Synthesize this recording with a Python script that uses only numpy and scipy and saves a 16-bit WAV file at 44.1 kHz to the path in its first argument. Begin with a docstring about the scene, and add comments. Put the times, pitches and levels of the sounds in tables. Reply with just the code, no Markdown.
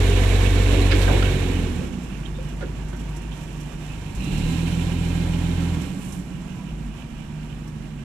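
"""Forklift reversing into a workshop

A six-cylinder forklift backs past across a paved yard, drops to idle, revs through a doorway and
idles indoors. Each firing sends a pulse and a puff of gas down the exhaust, which throbs and booms
under valve clatter, fan hiss and a faint gear whine. Mast and forks clank over joints in the
paving, the tyres crack and scrub grit, and the workshop reverberates."""
import sys
import numpy as np
from scipy import signal
from scipy.fft import rfft, irfft, next_fast_len
from scipy.io import wavfile
from scipy.ndimage import uniform_filter1d

SR = 44100
rng = np.random.default_rng(int(sys.argv[2]) if len(sys.argv) > 2 else 0)


def log_audio(samples):
    """Write samples as a 16-bit WAV file to the path given in sys.argv[1]."""
    # one column per channel
    frames = np.atleast_2d(samples).T
    # limit to full scale, then quantise
    limited = np.clip(frames, -1, 1)
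    pcm = np.round(limited * 32767).astype(np.int16)
    wavfile.write(sys.argv[1], SR, pcm)


N = 354563
TIME = np.arange(N) / SR

# Engine speed: time_s, firing_hz
ENGINE_SPEED = [(0, 46.4), (0.6, 47.1), (0.96, 47.05), (1.25, 47.5), (1.5, 44.2), (1.62, 42.5),
                (1.77, 37.5), (1.9, 31.2), (2.08, 25.4), (2.4, 24.5), (2.85, 25.05), (3.65, 24.7),
                (4.14, 24.8), (4.28, 35), (4.5, 41), (4.68, 42), (5.73, 42.3), (6.02, 30), (6.3, 26.9),
                (6.9, 25.3), (8.04, 24.7)]
def firing_hz():
    """Firing rate of the engine."""
    return curves(ENGINE_SPEED)[0]


# Exhaust harmonics, one table a stage: firing_multiple, relative_db
CLOSE_HARMONICS = [(1, 7.5), (2, 5.5), (3, -10.5), (4, -7.5), (5, -7), (6, -7), (7, -24), (8, -27),
                   (9, -13), (10, -9.5), (11, -15), (12, -42.5)]
COAST_HARMONICS = [(1, -18), (2, 5.5), (3, -8.5), (4, -12.5), (5, -5), (6, 2.5), (7, -2), (8, -26.5),
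                   (10, -9), (12, -22.5)]
DOOR_HARMONICS = [(1, 1), (2, 3.5), (3, 3), (4, 11), (5, -17), (6, -1.5), (7, -12), (8, -24.5), (12, -19.5)]
INDOOR_HARMONICS = [(1, -10), (2, 18), (3, 7), (4, -2), (5, -1.5), (6, 8), (7, -12), (8, -13), (9, 2),
                    (10, -7), (12, -33)]
def exhaust_pulses(phase):
    """One pressure pulse a firing, its shape crossfaded between the stages of the drive."""
    shapes = (pulse(CLOSE_HARMONICS, smear=0.096), pulse(COAST_HARMONICS, smear=0.12),
              pulse(DOOR_HARMONICS, smear=0), pulse(INDOOR_HARMONICS, smear=0.12))
    return sum(share * np.interp(phase, np.arange(len(shape)) / len(shape), shape, period=1)
               for share, shape in zip(stage_shares(), shapes))


def pulse(harmonics, smear):
    """A sharp front, then the pipe rings; smear delays the higher harmonics."""
    orders, db = np.transpose(harmonics)
    multiple = np.fft.fftfreq(2048, 1 / 512)
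    log_gain = np.log(amp(np.interp(abs(multiple), [0, *orders, 24], [-12, *db, -70])))
    log_minimum_phase = np.conj(signal.hilbert(log_gain))
    spectrum = np.exp(log_minimum_phase - 1j * smear * multiple * abs(multiple))
    shape = np.fft.ifft(spectrum[::4]).real  # whole multiples only
    return unit_rms(shape - shape.mean())


# Level laws: idle_db, speed_db_per_doubling, throttle_db, effort_db, distance_db_per_doubling,
# flank_db, indoor_db
THROB_LAW = (-30.5, 1, 13.5, -3, -2.5, 0.5, -6)
BOOM_LAW = (-36, 8.5, 3, 2, 1, -3.5, -0.56)
def exhaust(firings, split_hz=115, lope_db=1.8, sag_db_per_hz_s=0.12):
    """Low throb and upper boom: even under load, loping at idle, ragged while the speed swings."""
    idle = np.clip(1 - 2 * throttle(), 0, 1)
    run_down = overrun()
    lope = wander(0.3 * firings)
    swing_hz_s = lag(abs(pick_up_hz_s()), lag_s=0.11) * (1 - throttle())
    stumble = (0.0035 + 0.0009 * swing_hz_s) * wander(firings)
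    pressure = exhaust_pulses(firings + 0.02 * idle * lope + stumble)
    pressure *= amp(-0.35 * wander(firings + 0.5))
    low = signal.sosfiltfilt(signal.butter(5, split_hz, fs=SR, output="sos"), pressure)
    throb = even_level(low * cylinder_gain(firings, THROB))
    throb_db = level_db(THROB_LAW) + lope_db * idle * lope - sag_db_per_hz_s * swing_hz_s
    chug = cylinder_gain(firings, CHUG) ** idle
    tone = even_level((pressure - low) * cylinder_gain(firings, GAS) * chug)
    ragged = np.clip(0.16 + 0.22 * (idle + run_down) + 0.025 * swing_hz_s, 0, 1)
    boom = np.sqrt(1 - ragged) * tone + np.sqrt(ragged) * silencer(firings, chug, idle, run_down)
    return -amp(throb_db) * throb - amp(level_db(BOOM_LAW)) * boom


# Silencer box resonances: freq_hz, relative_db
BOX_PULLING = [(102, -12), (135, -8), (150, -1), (162, 5.5), (178, 9), (192, 8), (206, -18), (222, -9),
               (250, -3), (288, -1), (335, -11)]
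BOX_OVERRUN = [(105, -17), (128, 0.5), (144, 7), (160, -4.5), (180, 11), (200, 3), (222, -12), (252, -2),
               (288, -6.5), (335, -25.5)]
BOX_IDLING = [(98, -15), (112, -12), (125, -1.5), (137, -3.5), (153, 11), (166, -4.5), (186, -1.5),
              (205, -0.5), (228, -2.5), (255, -10.5), (290, -11), (335, -17)]
def silencer(firings, chug, idle, run_down, decay_firings=0.97):
    """Gusts of gas set the box booming, higher under load and on the run-down than at idle."""
    gusts = turbulence(firings) * np.exp(-(firings % 1) / decay_firings) * chug
    pulling = (1 - idle) * (1 - run_down) * colour(gusts, BOX_PULLING)
    slowing = run_down * colour(gusts, BOX_OVERRUN)
    idling = idle * (1 - run_down) * colour(gusts, BOX_IDLING)
    return even_level(pulling + slowing + idling)


# Tailpipe gas spectra: freq_hz, relative_db
NEAR_GAS = [(25, -17), (70, 18.5), (120, 10.5), (200, 1), (285, 8), (320, 3), (365, 8), (415, 3), (445, 5),
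            (475, 8), (520, 6), (600, -27)]
FAR_GAS = [(25, -18), (55, 4.5), (105, 3.5), (180, 1.5), (280, 0), (340, 0), (440, -8.5), (600, -24.5)]
# Level law: columns as THROB_LAW
PUFF_LAW = (-45.5, 13, -3, 1, -1.5, -2, -1)
def tailpipe_puffs(firings, close, near_db=7.5, far_db=6.5):
    """Turbulent gas leaves the pipe with each firing; from afar only its low roar carries."""
    puff = np.exp(-(firings % 1)) * cylinder_gain(firings, GAS)
    gas = turbulence(firings)
    near = amp(near_db) * colour((0.52 + puff) * gas, NEAR_GAS)
    far = amp(far_db) * colour((1 + puff) * gas, FAR_GAS)
    return amp(level_db(PUFF_LAW)) * (close * near + (1 - close) * far)


def turbulence(firings, repeat_idling=0.35, repeat_pulling=0.82):
    """Gas noise tied to crank angle: each cylinder repeats its own puff, with fresh eddies on top."""
    cylinders = len(CYLINDER_TRIMS)
    size = cylinders * 128
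    bins = np.arange(size // 2 + 1)
    spectrum = np.exp(2j * np.pi * rng.random((2, len(bins))))
    spectrum *= bins % cylinders > 0  # no firing harmonics
    angle = firings / cylinders * size
    steps = np.arange(int(angle[-1]) + 2)
    cycle = unit_rms(irfft(spectrum, size))[:, steps % size]
    repeated = np.array([np.interp(angle, steps, side) for side in cycle])
    eddies = np.array([np.interp(angle, steps, side) for side in noise(len(steps))])
    repeat = repeat_idling + (repeat_pulling - repeat_idling) * throttle() / throttle().max()
    gas = np.sqrt(repeat) * repeated + np.sqrt(1 - repeat) * eddies
    return unit_rms(gas * np.sqrt(firing_hz()))


THROB, GAS, KNOCK, CHUG = range(4)
# Cylinders in firing order: throb_db, gas_db, knock_db, chug_db
CYLINDER_TRIMS = [(-1.5, 1, -1, 1.3), (-2.3, -.7, -1, -1.4), (-1.4, .8, -1.5, 1), (-2.1, -.3, .5, -1.8),
                  (-1.7, .5, -1.5, .9), (-2.3, -.5, 0, -1.3)]
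def cylinder_gain(firings, column):
    """Gain of the cylinder that is firing."""
    trims_db = np.transpose(CYLINDER_TRIMS)[column]
    return amp(np.interp(firings - 1 / 4, np.arange(len(trims_db)), trims_db, period=len(trims_db)))


def knocks(firings, depth, decay_slots, scatter_db):
    """Two slots a firing, one knock in each, weighted by cylinder, over a steady rush."""
    slot = (2 * firings).astype(int)
    delay = rng.random(1024) / 2
    strength = np.clip(rng.standard_normal(1024), -2, 2)
    age = (2 * firings) % 1 - delay[slot]
    trim_db = np.transpose(CYLINDER_TRIMS)[KNOCK][slot // 2 % len(CYLINDER_TRIMS)]
    peak = depth * amp(trim_db + scatter_db * strength[slot])
    envelope = peak * (age > 0) * np.exp(-abs(age) / decay_slots)
    return noise() * np.sqrt(1 + envelope ** 2)


# Engine block spectra: freq_hz, relative_db
BLOCK_CLOSE = [(350, 2.5), (600, 0.5), (662, 2), (841, 0), (1020, -1.5), (1220, -8.5), (1610, -1.5),
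               (1920, -5), (2270, 0), (2780, -6), (3210, -6), (3930, -5.5), (5000, -19.5), (6500, -53),
               (11000, -120)]
BLOCK_DOOR = [(350, -7), (600, -0.5), (673, -3.5), (797, -1.5), (910, -2.5), (1080, -5), (1190, -10),
              (1660, -5), (1970, -9), (2150, -6), (2830, -8.5), (3350, -9.5), (4040, -10), (4780, -18),
              (5000, -23), (6500, -36), (11000, -120)]
BLOCK_IDLING = [(330, -16), (480, -0.5), (570, 1), (660, -0.5), (780, 0), (930, 0), (1100, -3.5),
                (1300, -6), (1560, -4), (2050, -7.5), (2700, -6), (3200, -10.5), (3900, -13.5),
                (5000, -19.5), (6500, -23)]
def valve_clatter(firings):
    """Valve gear rattles the block; the colour follows the stage of the drive."""
    close, coast, door, indoor = stage_shares()
    rattle = knocks(firings, depth=0.42, decay_slots=0.099, scatter_db=3)
    return (close * amp(-1.04) * colour(rattle, BLOCK_CLOSE, ripple_db=1.5)
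            + door * amp(-0.94) * colour(rattle, BLOCK_DOOR, ripple_db=2.5)
            + (coast + indoor) * amp(-1.5) * colour(rattle, BLOCK_IDLING, ripple_db=1.5))


# Loose cover spectrum: freq_hz, relative_db
COVER_SPECTRUM = [(2000, -54), (2350, -3), (2600, -2.5), (2850, -3.5), (3200, -8.5), (3700, -19)]
def cover_chatter(firings, trim_db=-9, fits_db=5):
    """A loose cover chatters in fits."""
    fits = amp(fits_db * np.clip(wander(firings), -2, 1))
    chatter = fits * knocks(firings, depth=1.8, decay_slots=0.22, scatter_db=1.5)
    return amp(trim_db) * colour(chatter, COVER_SPECTRUM, ripple_db=2)


# Hiss of fan and grit: freq_hz, relative_db
HISS_SPECTRUM = [(4150, -2.5), (4720, -9), (5160, 0), (5760, 5.5), (6520, 1), (7480, 5.5), (8420, -0.5),
                 (9480, 1.5), (10620, -8.5), (11680, -3.5), (12580, -10.5), (14150, -10), (15350, -27)]
def fan_hiss(firings):
    """The fan's rush of air, flickering in time with the engine."""
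    air = knocks(firings, depth=0.7, decay_slots=0.13, scatter_db=5.5)
    return colour(air, HISS_SPECTRUM, ripple_db=1.3, mode_gap_hz=90)


# Level laws: columns as THROB_LAW
CLATTER_LAW = (-45.5, 6, 2, 0.5, -2, 5.5, 0.75)
FAN_LAW = (-57.5, 10, -0.96, 2.5, -3.5, 2.5, 3)
def engine_bay(firings, flutter_db=0.96):
    """Valves, cover and fan flutter in level together from firing to firing."""
    clatter = amp(level_db(CLATTER_LAW)) * (valve_clatter(firings) + cover_chatter(firings))
    hiss = amp(level_db(FAN_LAW)) * fan_hiss(firings)
    return (clatter + hiss) * amp(flutter_db * wander(firings))


# Combustion rasp spectrum: freq_hz, relative_db
RASP_SPECTRUM = [(2300, -5), (2750, 9.5), (3300, -11), (3950, 2.5), (4400, -9)]
def combustion_rasp(firings, full_effort_db=-45.5):
    """Hard, even combustion knocks while the engine picks up speed."""
    knocking = knocks(firings, depth=0.91, decay_slots=0.2, scatter_db=0)
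    return amp(full_effort_db) * effort() * colour(knocking, RASP_SPECTRUM)


# Throttle pulls: start_s, end_s, opening_fraction
THROTTLE_PULLS = [(0, 1.283, 0.72), (1.308, 1.67, 0.5), (4.168, 5.76, 0.94)]
def throttle(open_s=0.11, shut_s=0.094):
    """Throttle opening, 0-1: each pull rises, holds and releases."""
    t = TIME[::64]
    opening = np.zeros(len(t))
    for start_s, end_s, fraction in THROTTLE_PULLS:
        attack = 1 - (start_s > 0) * np.exp(-np.maximum(t - start_s, 0) / open_s)
        release = np.exp(-np.maximum(t - end_s, 0) / shut_s)
        opening += fraction * attack * release
    return np.interp(TIME, t, opening)


# Run-downs with the throttle shut: start_s, end_s
RUN_DOWNS = [(1.68, 2.15), (5.78, 6.7)]
def overrun():
    """1 while the engine runs down to idle, else 0, with soft edges."""
    gate = sum(1. * ((TIME > start_s) & (TIME < end_s)) for start_s, end_s in RUN_DOWNS)
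    return uniform_filter1d(gate, SR // 10)


def pick_up_hz_s():
    """Firing rate gained per second; negative while slowing."""
    return np.gradient(firing_hz()) * SR


def effort(full_hz_s=25):
    """Strain of picking up speed, about 0-1."""
    return lag(np.maximum(pick_up_hz_s(), 0), lag_s=0.3) / full_hz_s


# Pulling close by, coasting, pulling in the doorway, idling indoors: start_s, end_s
DRIVE_STAGES = [(0, 1.29), (2.1, 3.77), (4.45, 5.47), (6.3, 8.5)]
def stage_shares():
    """Crossfade weights of the stages; they sum to 1."""
    return [np.interp(TIME, np.ravel(DRIVE_STAGES), np.repeat(row, 2))
            for row in np.eye(len(DRIVE_STAGES))]


# Path of the truck: time_s, distance_m
TRUCK_PATH = [(0, 1.06), (1.1, 1.21), (1.45, 2.5), (2.0, 2.7), (2.7, 2.9), (3.25, 2.8), (3.75, 3.1),
              (4.6, 3.9), (5.6, 4.4), (6.5, 8.2), (8.04, 11.2)]
def level_db(law, reference_m=2.51, turn_s=(1.34, 1.87), entry_s=(3.3, 3.36)):
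    """An engine part's level follows speed, load and the position of the truck."""
    idle_db, speed_db, throttle_db, effort_db, distance_db, flank_db, indoor_db = law
    speed_doublings = np.log2(firing_hz() / firing_hz().min())
    distance_doublings = np.log2(curves(TRUCK_PATH)[0] / reference_m)
    flank = np.interp(TIME, turn_s, [1, 0])  # the bay's open side turns away
    inside = np.interp(TIME, entry_s, [0, 1])  # the tailpipe passes the door
    engine_db = idle_db + speed_db * speed_doublings + throttle_db * throttle() + effort_db * effort()
    return engine_db + distance_db * distance_doublings + flank_db * flank + indoor_db * inside


# Resonances of mast and forks: freq_hz, relative_db
STEEL_SPECTRUM = [(250, 19.5), (390, 15.5), (455, 5), (525, 14), (600, 7.5), (690, 1), (1100, -6.5),
                  (1520, 6.5), (1900, -4), (2600, -5), (3200, 0), (3600, -1), (4100, -4.5), (9000, -16)]
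# Ringing bands of the steel clanks: start_s, level_db, centre_hz, spread_octaves, t60_s
CLANK_BANDS = [(.725, -27, 550, 0.59, 0.35), (.765, -22.5, 372, 0.37, 0.23),
               (0.815, -33.5, 4050, 0.06, 0.16), (0.909, -25.5, 3080, 0.77, 0.17),
               (0.918, -19, 1980, 0.65, 0.071), (0.927, -24, 1570, 0.53, 0.049),
               (.93, -21.5, 300, 0.3, 0.32), (1.011, -32, 4340, 1.3, 0.3), (1.076, -23.5, 990, 0.91, 0.25),
               (1.081, -28.5, 326, 0.54, 0.45), (1.09, -28, 746, 0.23, 0.42),
               (1.14, -22.5, 420, 0.59, 0.42), (1.2237, -22, 1530, 0.24, 0.061),
               (1.2249, -24.5, 2960, .7, .03), (1.264, -36, 1550, .14, 0.19),
               (1.812, -31.5, 473, 1.1, 0.39), (2.2545, -33.5, 3320, 0.18, 0.052),
               (2.345, -50, 3670, 0.046, 0.22), (2.384, -36, 527, 0.061, 0.21),
               (2.607, -37, 1090, 1.3, 0.23), (2.624, -30, 423, 0.29, 0.24),
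               (2.623, -33.5, 1400, 0.59, 0.091), (2.929, -37, 890, 1.1, 0.17),
               (3.316, -43, 3050, 0.23, 0.16), (3.897, -46.5, 2600, 0.043, 0.31),
               (4.203, -36.5, 2720, 0.088, 0.096)]
def mast_clanks(rise_s=0.0021, skirt_db=-35):
    """Loose steel rings in bands; rows that start almost together sound as one clank."""
    out, t = np.zeros((2, N)), np.arange(16384) / SR
    offsets = np.linspace(-4, 4, 81)
    for start_s, db, centre_hz, spread_octaves, t60_s in CLANK_BANDS:
        hz = centre_hz * 2 ** (offsets * spread_octaves)
        band = np.transpose([hz, read_at(STEEL_SPECTRUM, hz) + skirt_db * (offsets / 3) ** 2])
        ring = colour(noise(len(t)), band, ripple_db=3, mode_gap_hz=25)
        ring /= np.sqrt(uniform_filter1d(abs(signal.hilbert(ring)) ** 2, 256) / 2 + 1e-9)  # flat level
        add(out, start_s, ring * amp(db - 60 * t / t60_s) * (1 - np.exp(-t / rise_s)))
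    return out


# Axle note: time_s, pitch_hz, level_db
AXLE_NOTE = [(0, 408, -26), (0.25, 406.4, -41), (0.62, 418, -40), (0.85, 413.5, -41), (1.08, 400, -38),
             (1.32, 375, -36), (1.55, 364, -43), (1.9, 336, -56), (2.2, 312, -85)]
def axle_growl(firings):
    """The axle gears follow the pace of the truck as it rolls close by."""
    hz, db = curves(AXLE_NOTE)
    return amp(db) * trembling_note(firings, hz)


# Panel swells: centre_s, width_s, pitch_hz, level_db
PANEL_SWELLS = [(0.35, 0.66, 510, -51), (0.875, 0.55, 290, -34), (0.967, 0.085, 535, -34),
                (1.3, 0.36, 138, -28.5), (1.856, 0.23, 243, -34.5), (5.62, 0.46, 283, -38)]
def panel_drones(firings):
    """Shaken body panels drone at their own notes."""
    return sum(amp(db) * swell(centre_s, width_s) * trembling_note(firings, hz)
               for centre_s, width_s, hz, db in PANEL_SWELLS)


def trembling_note(firings, hz, depth=0.6, rate=0.6):
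    """A narrow note that trembles with the shaking of the engine."""
    tremble = 1 + depth * (wander(rate * firings) + 1j * wander(rate * firings))
    cycles = np.cumsum(hz * np.ones(N)) / SR
    return unit_rms((tremble * np.exp(2j * np.pi * cycles)).real)


# Low thuds: start_s, level_db, pitch_hz
LOW_THUDS = [(4.16, -23.5, 49.4), (4.31, -24, 35.6), (4.425, -19, 38.8), (6.703, -28, 49),
             (6.82, -31, 45.6), (7.52, -38, 48.6), (7.951, -32, 48)]
def low_thuds(rise_s=0.031):
    """Soft low thuds as the engine picks up speed and settles back to idle."""
    out, t = np.zeros((2, N)), np.arange(16384) / SR
    envelope = t / rise_s * np.exp(1 - t / rise_s)
    for start_s, db, hz in LOW_THUDS:
        add(out, start_s, (amp(db) * envelope * np.sin(2 * np.pi * hz * t))[None])
    return out


# Stones under the tyres: start_s, level_db
STONES = [(2.03, -48), (2.254, -52), (2.485, -49), (2.883, -46), (2.96, -48), (2.994, -47), (3.09, -49),
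          (3.162, -42), (3.215, -49), (3.41, -54), (3.43, -49), (3.601, -44), (4.148, -41), (4.24, -42),
          (4.375, -40), (4.479, -43), (5.812, -40), (5.85, -48), (6.045, -43), (6.12, -40), (6.19, -50),
          (6.56, -61), (7.19, -57), (7.672, -49)]
def grit_cracks(rise_s=0.004, t60_s=0.1):
    """Single stones give way with a short, bright crunch."""
    out, t = np.zeros((2, N)), np.arange(8192) / SR
    for start_s, db in STONES:
        crunch = colour(noise(len(t)), HISS_SPECTRUM, ripple_db=1.5, mode_gap_hz=200)
        add(out, start_s, crunch * amp(db - 60 * t / t60_s) * (1 - np.exp(-t / rise_s)))
    return out


# Scrub spectrum: freq_hz, relative_db
SCRUB_SPECTRUM = [(2200, -1), (4000, -2), (5000, -6), (7500, 5), (9700, 2), (12000, -4), (15000, -13)]
def tyre_scrub(peak_s=6.11, peak_db=-51, build_s=0.16, fade_s=0.095, grain_db=2):
    """A tyre grinds a stream of fine grains on the smooth floor."""
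    grains = amp(grain_db * np.repeat(rng.standard_normal(N // 64 + 1), 64)[:N])
    envelope = np.exp(-((TIME - peak_s) / np.where(TIME < peak_s, build_s, fade_s)) ** 2)
    grinding = colour(noise() * grains, SCRUB_SPECTRUM, ripple_db=1.5, mode_gap_hz=200)
    return amp(peak_db) * envelope * grinding


# Timing gear swells: centre_s, width_s, level_db
GEAR_SWELLS = [(3.1, 1.0, -57), (4.1, .25, -59), (6.42, 0.55, -58.5), (7.365, 0.55, -61.5)]
def gear_whine(firings, teeth_per_firing=37.45, waver_rate=1.6):
    """The timing gears sing faintly at idle, in a thin, wavering line."""
    waver = wander(waver_rate * firings) + 1j * wander(waver_rate * firings)
    envelope = sum(amp(db) * swell(centre_s, width_s) for centre_s, width_s, db in GEAR_SWELLS)
    return envelope * unit_rms((waver * np.exp(2j * np.pi * teeth_per_firing * firings)).real)


# Rumble spectrum: freq_hz, relative_db
RUMBLE_SPECTRUM = [(14, -18), (26, -6), (38, -3), (50, -5), (62, -15), (90, -18)]
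def chassis_rumble(db=-46):
    """Steady low rumble of the shaking chassis."""
    return amp(db) * colour(noise(), RUMBLE_SPECTRUM)


# Workshop decay: freq_hz, t60_s
WORKSHOP_DECAY = [(100, 0.41), (500, 1), (3000, 0.13), (12000, 1)]
def workshop_reverb(x):
    """A diffuse tail from brick and sheet metal, each band dying at its own speed."""
    hz, t, bands = signal.stft(noise(SR // 2), SR, nperseg=256)
    decay = amp(-60 * t / read_at(WORKSHOP_DECAY, hz)[:, None])
    tail = signal.istft(bands * decay, SR, nperseg=256)[1]
    return signal.fftconvolve(x, tail / np.linalg.norm(tail[0]), axes=1)[:, :N]


# Left-right likeness: freq_hz, coherence
COHERENCE = [(60, 1), (250, 0.89), (500, 0.46), (1000, 0.35), (2200, 0.28), (5000, 0.028)]
def colour(pair, spectrum, ripple_db=0., mode_gap_hz=45):
    """Filters two unrelated signals, with a ripple of panel modes, into stereo at rms 1."""
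    size = next_fast_len(pair.shape[1], True)
    hz = np.fft.rfftfreq(size, 1 / SR)
    right, other = rfft(pair, size)
    coherence = np.clip(read_at(COHERENCE, hz), -0.99, 0.999)
    left = coherence * right + np.sqrt(1 - coherence ** 2) * other
    ripple = np.interp(hz / mode_gap_hz, np.arange(1024), rng.standard_normal(1024))
    skirts = np.minimum(1, np.minimum(hz / spectrum[0][0], spectrum[-1][0] / (hz + 1))) ** 7
    gain = skirts * amp(read_at(spectrum, hz) + ripple_db * ripple)
    return unit_rms(irfft(np.array([left, right]) * gain, size)[:, :pair.shape[1]])


def amp(db):
    """Decibels to gain."""
    return 10 ** (np.asarray(db) / 20)


def unit_rms(x):
    """Scales to rms 1."""
    return x / np.sqrt(np.mean(x ** 2) + 1e-20)


def even_level(x):
    """Evens out the slow level and keeps the beat."""
    return x / np.sqrt(abs(uniform_filter1d(x ** 2, SR // 4)) + 1e-12)


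def curves(rows):
    """Each column of a time table, sample by sample."""
    time_s, *columns = np.transpose(rows)
    return [np.interp(TIME, time_s, column) for column in columns]


def read_at(points, hz):
    """Interpolates a table on a log-frequency axis."""
    freq_hz, values = np.transpose(points)
    return np.interp(np.log(hz + 1), np.log(freq_hz + 1), values)


def noise(size=N):
    """Two channels of white noise."""
    return rng.standard_normal((2, size))


def wander(steps):
    """A random value at each whole step, joined by lines."""
    return np.interp(steps, np.arange(512), rng.standard_normal(512))


def swell(centre_s, width_s):
    """Bell-shaped envelope."""
    return np.exp(-2 * ((TIME - centre_s) / width_s) ** 2)


def lag(x, lag_s):
    """One-pole smoothing of a control."""
    pole = np.exp(-1 / (lag_s * SR))
    return signal.lfilter([1 - pole], [1, -pole], x)


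def add(mix, start_s, sound):
    """Mixes a sound in at start_s."""
    part = mix[:, round(start_s * SR):][:, :sound.shape[1]]
    part += sound[:, :part.shape[1]]


def scene(room_db=-10):
    """The firing count drives every engine sound; the workshop answers from the doorway on."""
    firings = np.cumsum(firing_hz()) / SR
    close, _, door, indoor = stage_shares()
    low = exhaust(firings) + tailpipe_puffs(firings, close)
    low += panel_drones(firings) + axle_growl(firings) + low_thuds() + chassis_rumble()
    bright = engine_bay(firings) + combustion_rasp(firings) + gear_whine(firings)
    bright += mast_clanks() + tyre_scrub() + grit_cracks()
    return low + bright + amp(room_db) * workshop_reverb(bright * (door + indoor))


# Stereo balance: freq_hz, left_minus_right_db
BALANCE = [(48, 0.3), (112, -2.5), (182, -4), (385, -5), (705, -3), (1300, -5.5), (2420, -11),
           (3920, -15.5), (5120, -12), (6120, -18.8), (7820, -16), (9520, -9.6), (11820, -18.5),
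           (14520, -17)]
def record(dry, fade_s=0.003, cutoff_hz=15350):
    """Shades the treble on the left, softens both ends and limits the band."""
    size = next_fast_len(N + 4096, True)
    hz = np.fft.rfftfreq(size, 1 / SR)
    ratio = amp(read_at(BALANCE, hz))
    coherence = np.clip(read_at(COHERENCE, hz), 0, 1)
    right = 2 / np.sqrt(1 + ratio ** 2 + 2 * coherence * ratio)  # keeps the level of the centre
    heard = irfft(rfft(dry, size) * np.array([ratio * right, right]), size)[:, :N]
    heard *= np.minimum(1, np.minimum(TIME, TIME[-1] - TIME) / fade_s)
    lowpass = signal.firwin(511, cutoff_hz, window=("kaiser", 9), fs=SR)
    return signal.oaconvolve(heard, lowpass[None], "same")


dry = scene()
out = record(dry)
log_audio(out)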